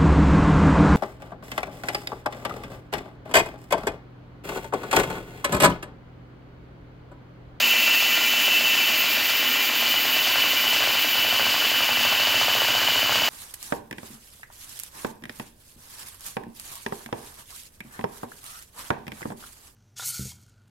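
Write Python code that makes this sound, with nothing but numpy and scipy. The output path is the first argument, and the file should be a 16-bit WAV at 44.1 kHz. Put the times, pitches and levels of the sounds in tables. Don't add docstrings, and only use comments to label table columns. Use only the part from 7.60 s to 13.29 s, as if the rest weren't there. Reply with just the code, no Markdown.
import sys
import numpy as np
from scipy import signal
from scipy.fft import rfft, next_fast_len
from scipy.io import wavfile
from scipy.ndimage import uniform_filter1d

SR = 44100
rng = np.random.default_rng(int(sys.argv[2]) if len(sys.argv) > 2 else 0)


def store_pcm(level_fs):
    pcm = np.round(np.clip(level_fs, -1, 1) * 32767).astype(np.int16)
    wavfile.write(sys.argv[1], SR, np.atleast_2d(pcm).T)


N = 250929
TIME = np.arange(N) / SR

# out stroke ends, valve flips, return stroke ends, valve flips back.
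# position/turns, level/dB, rise/dB per doubling of speed, scatter/dB, treble boost/dB per octave
BLOWS = [(0, -17, 4.8, 1.3, 0), (.27, -24.5, 5, 1.8, 6), (.475, -22, 6, 1.8, 5), (.87, -27.5, 6, 2.2, 14)]


def undb(db):
    return 10 ** (np.asarray(db) / 20)


def unit(x):
    return x / np.sqrt(np.mean(x ** 2))


def curves(table):
    t, *columns = np.transpose(table)
    return [np.interp(TIME, t, c) for c in columns]


def colour(x, points):
    hz, db = np.transpose(points)
    size = next_fast_len(N)
    f = np.maximum(np.fft.rfftfreq(size, 1 / SR), 1)
    gain = undb(np.interp(np.log(f), np.log(hz), db))
    return unit(np.fft.irfft(rfft(x, size) * gain, size)[:N])


def noise(points):
    return colour(rng.standard_normal(N), points)


def wander(rate):
    k = int(SR / rate)
    steps = np.repeat(rng.standard_normal(N // k + 1), k)
    return unit(uniform_filter1d(uniform_filter1d(steps, k), k)[:N])


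def flutter(width_hz):
    k = np.exp(-2 * np.pi * width_hz / SR)
    stirring = rng.standard_normal(N) + 1j * rng.standard_normal(N)
    waver = signal.lfilter([1], [1, -2 * k, k * k], stirring)
    return waver / np.std(waver)


def hollow(hz, width_hz):
    return np.real(flutter(width_hz) * np.exp(2j * np.pi * hz * TIME))


def ring(modes, times, gains, tilt_db=0):
    hz, db, t60 = np.transpose(modes)[:, :, None]
    t = np.arange(SR // 10) / SR
    fade = np.exp(-np.log(1000) * t / t60)
    out = np.zeros(N + len(t))
    for start, gain in zip(times, gains):
        size, shift = rng.standard_normal((2, len(hz), 1))
        weight = undb(db + 3.5 * size + tilt_db * np.log2(hz / hz[0]))
        detune = 1 + .06 * shift
        blow = np.sum(weight * np.sin(2 * np.pi * hz * detune * t) * fade, axis=0)
        i = int(np.clip(start * SR, 0, N))
        out[i:i + len(t)] += gain * blow / np.sqrt(np.sum(weight ** 2))
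    return out[:N]


def highpass(x, hz, order):
    return signal.sosfilt(signal.butter(order, hz, "high", fs=SR, output="sos"), x)


def swing(turn, peak, count):
    return np.cos(2 * np.pi * count * (turn - peak))


def stall(turn, at, depth):
    return 1 - depth * (.5 + .5 * swing(turn, at, count=2)) ** 2


def doublings(speed):
    return np.log2(speed / 12)


def passes(turn, at):
    return np.interp(np.arange(at, turn[-1], 1), turn, TIME)


def knocks(turn, speed):
    # f/Hz, relative level/dB, time to fade by 60 dB/s
    frame_modes = [(534, -20, 0.011), (687, 13, 0.015), (780, 1.5, 0.016), (910, 5, 0.017),
                   (1137, 10, 0.013), (1320, 1, 0.012), (1500, 8, 0.012), (1800, 3, 0.0094),
                   (2300, -14, .006)]
    out = 0
    for at, db, rise_db, scatter_db, tilt_db in BLOWS:
        times = passes(turn, at)
        pace = np.interp(times, TIME, doublings(speed))
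        force = undb(db + rise_db * pace + scatter_db * rng.standard_normal(len(times)))
        out = out + ring(frame_modes, times, force, tilt_db)
    return highpass(out, hz=520, order=4)


def table_thumps(turn, speed):
    # f/Hz, relative level/dB, time to fade by 60 dB/s
    wood_modes = [(66, -23, 0.054), (92, -1, 0.09), (114, 6.5, 0.077), (172, 1, 0.082)]
    lag_s = .0014
    pushes = np.concatenate([passes(turn, blow[0]) for blow in BLOWS[:2]])
    force = undb(1.7 * rng.standard_normal(len(pushes)))
    thumps = highpass(ring(wood_modes, pushes + lag_s, force), hz=65, order=6)
    return unit(thumps) * undb(-52.5 + 10.5 * doublings(speed))


def brick_rattle(turn, speed):
    # f/Hz, relative level/dB
    rattle_tone = [(150, -23), (400, -14.5), (600, -6.5), (1050, 2), (1300, -5.5), (1550, 4), (2200, -12.5),
                   (4500, -8), (9000, -42)]
    ticks_per_s = 1100
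    ticks = (rng.random(N) < ticks_per_s / SR) * rng.choice([-1, 1], N)
    force = undb(np.minimum(3 * rng.exponential(size=N), 11))
    chatter = highpass(colour(ticks * force, rattle_tone), hz=80, order=2)
    return chatter * undb(-33 + 5.5 * doublings(speed) + 1.9 * swing(turn, peak=.2, count=1))


def whistle(modes, flow, steadiness, bend_hz):
    out = 0
    for hz, width_hz, db in modes:
        waver = flutter(width_hz)
        waver = waver / np.sqrt(1 + steadiness * np.abs(waver) ** 2)
        tone = np.exp(2j * np.pi * np.cumsum(hz + bend_hz * flow) / SR)
        out = out + undb(db) * unit(np.real(waver * tone))
    return unit(out)


def hose(turn):
    # f/Hz, width/Hz, relative level/dB
    upper_modes = [(2876, 22, -4), (2930, 40, -10), (2999, 19, 0), (3082, 34, -11)]
    middle_modes = [(2493, 32, -19.5), (2685, 14.6, -6.5)]
    lower_modes = [(1402, 12.4, -12), (1817, 28, -9.5), (2019, 32, -6), (2370, 18.4, -2.5)]
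    # t/s, upper level/dB, middle level/dB, lower level/dB
    whistle_levels = [(0, -22.5, -24.5, -30), (.2, -26, -24.5, -32), (.55, -23.5, -28, -29),
                      (.95, -24.5, -25.5, -32), (1.55, -29, -30, -31), (2.3, -27, -30.5, -33.5),
                      (2.95, -25.5, -33.5, -31.5), (3.9, -28, -31, -33.8), (4.6, -25.5, -32, -34),
                      (5.69, -27, -36, -37.5)]
    upper_db, middle_db, lower_db = (db + 1.1 * wander(9) for db in curves(whistle_levels))
    flow = swing(turn, peak=.36, count=2)
    upper = whistle(upper_modes, flow, steadiness=2, bend_hz=5) * stall(turn, at=.07, depth=.6)
    middle = whistle(middle_modes, flow, steadiness=1.4, bend_hz=5.8) * stall(turn, at=.0097, depth=.051)
    lower = whistle(lower_modes, flow, steadiness=.11, bend_hz=4) * stall(turn, at=.25, depth=.34)
    return unit(upper) * undb(upper_db) + unit(middle) * undb(middle_db) + unit(lower) * undb(lower_db)


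def valve(turn, speed):
    # f/Hz, relative level/dB
    rush_tone = [(800, -32), (2000, -4), (3200, 2), (3900, -2.5), (4300, -2), (4750, 1), (5500, -7),
                 (7200, -10), (8000, -14), (9300, -20), (16000, -21)]
    leak_tone = [(3500, -32), (6800, -7), (7900, -19), (9400, -22), (10200, -9.5), (10850, -4),
                 (11300, -7.5), (12100, 0.5), (12600, -1.5), (13300, -1), (14750, 3.5), (15600, 1.5)]
    jet_tone = [(8500, -43), (12400, -23), (13200, -7), (13700, -3), (14150, -9), (14700, 0),
                (15200, -15.5)]
    # t/s, base leak level/dB, base jet level/dB
    gap_levels = [(0, -27.5, -32), (1.15, -27.5, -36), (1.5, -28, -32), (2.1, -29.5, -33),
                  (2.45, -28.5, -31.5), (3.45, -29, -31.5), (3.95, -29, -37), (5.69, -30, -38.5)]
    leak_db, jet_db = curves(gap_levels)
    slowness = np.clip((15 - speed) / 8, 0, 1)
    stroke_db = (2 - 1.5 * slowness) * swing(turn, peak=.56, count=2)
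    rush = noise(rush_tone) * undb(-30 - .43 * slowness + stroke_db + 1.8 * wander(45))
    port = hollow(hz=4674, width_hz=160) * stall(turn, at=.17, depth=.63)
    port = unit(port) * undb(-39.5 + 4 * doublings(speed))
    pulse = np.tanh(2 * swing(turn, peak=.67, count=1))
    leak = noise(leak_tone) * undb(leak_db + (.3 + .61 * slowness) * pulse + .46 * wander(45))
    starved_db = 1.7 * np.maximum(speed - 9.2, 0)
    jet = unit(noise(jet_tone) * undb(3.2 * pulse + .91 * wander(30.3)))
    return rush + port + leak + jet * undb(jet_db - starved_db)


def cleaner():
    # t/s, shaft speed/Hz, change in whine and exhaust level/dB
    motor_run = [(0, 626.6, 2), (1.1, 626.7, 1.5), (1.6, 626.7, -2), (2.4, 626.7, -2), (3, 626.5, -3),
                 (4.3, 626.3, -3), (4.7, 624.4, -1), (5.69, 624.5, -1)]
    # multiple of the shaft speed, base level/dB
    shaft_tones = [(1, -49), (7, -47), (12, -52), (14, -62), (24, -48)]
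    # f/Hz, width/Hz, level/dB
    case_modes = [(238.3, 15.2, -48.5), (267.6, 18, -54), (302.6, 19, -49.5)]
    # f/Hz, relative level/dB
    roar_tone = [(25, -62), (60, -34), (130, -13), (230, -10.5), (400, -4.5), (650, -5.5), (1100, -3),
                 (1700, -2), (2600, 5.5), (4600, -3.5), (5700, -9), (7400, -14.5), (9400, -23.5)]
    exhaust_tone = [(3000, -27), (4500, -4), (5200, -0.5), (5800, -4.5), (6500, 2), (7450, -2),
                    (7800, -12.5), (9400, -23), (12000, -28)]
    shaft_hz, exposure_db = curves(motor_run)
    angle = 2 * np.pi * np.cumsum(shaft_hz * (1 + .0002 * wander(12))) / SR
    whine = sum(undb(db + 2 * wander(9)) * unit(np.sin(k * angle)) for k, db in shaft_tones)
    drone = sum(undb(db) * unit(hollow(hz, width)) for hz, width, db in case_modes)
    roar = noise(roar_tone) * undb(-27.5 + .25 * wander(12))
    exhaust = noise(exhaust_tone) * undb(-36.5)
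    return roar + drone + (whine + exhaust) * undb(exposure_db)


def room(x, fade_s, echo_db):
    t = np.arange(SR // 2) / SR
    tail = rng.standard_normal(len(t)) * np.exp(-np.log(1000) * t / fade_s) * (t > .004)
    return x + undb(echo_db) * signal.fftconvolve(x, tail / np.linalg.norm(tail))[:N]


def scene():
    # t/s, speed/turns per s
    crank_speeds = [(0, 7.57), (0.73, 6.09), (0.9, 8.05), (1.15, 6.61), (1.81, 8.14), (2.03, 6.85),
                    (2.33, 9.09), (2.61, 8.73), (2.75, 12.84), (3.0, 8.88), (3.23, 15.04), (3.48, 8.43),
                    (3.79, 14.82), (4.09, 10.64), (4.49, 13.35), (5.16, 15.39), (5.35, 13.43), (5.5, 15.97),
                    (5.69, 15.9)]
    speed, = curves(crank_speeds)
    turn = -.03 + np.cumsum(speed) / SR
    clatter = knocks(turn, speed) + table_thumps(turn, speed) + brick_rattle(turn, speed)
    mono = room(clatter, fade_s=.25, echo_db=-15) + hose(turn) + valve(turn, speed) + cleaner()
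    return np.array([mono, mono])


def record(dry):
    top_hz = 15750
    return signal.sosfilt(signal.ellip(12, .1, 90, top_hz, fs=SR, output="sos"), dry)


dry = scene()
out = record(dry)
store_pcm(out)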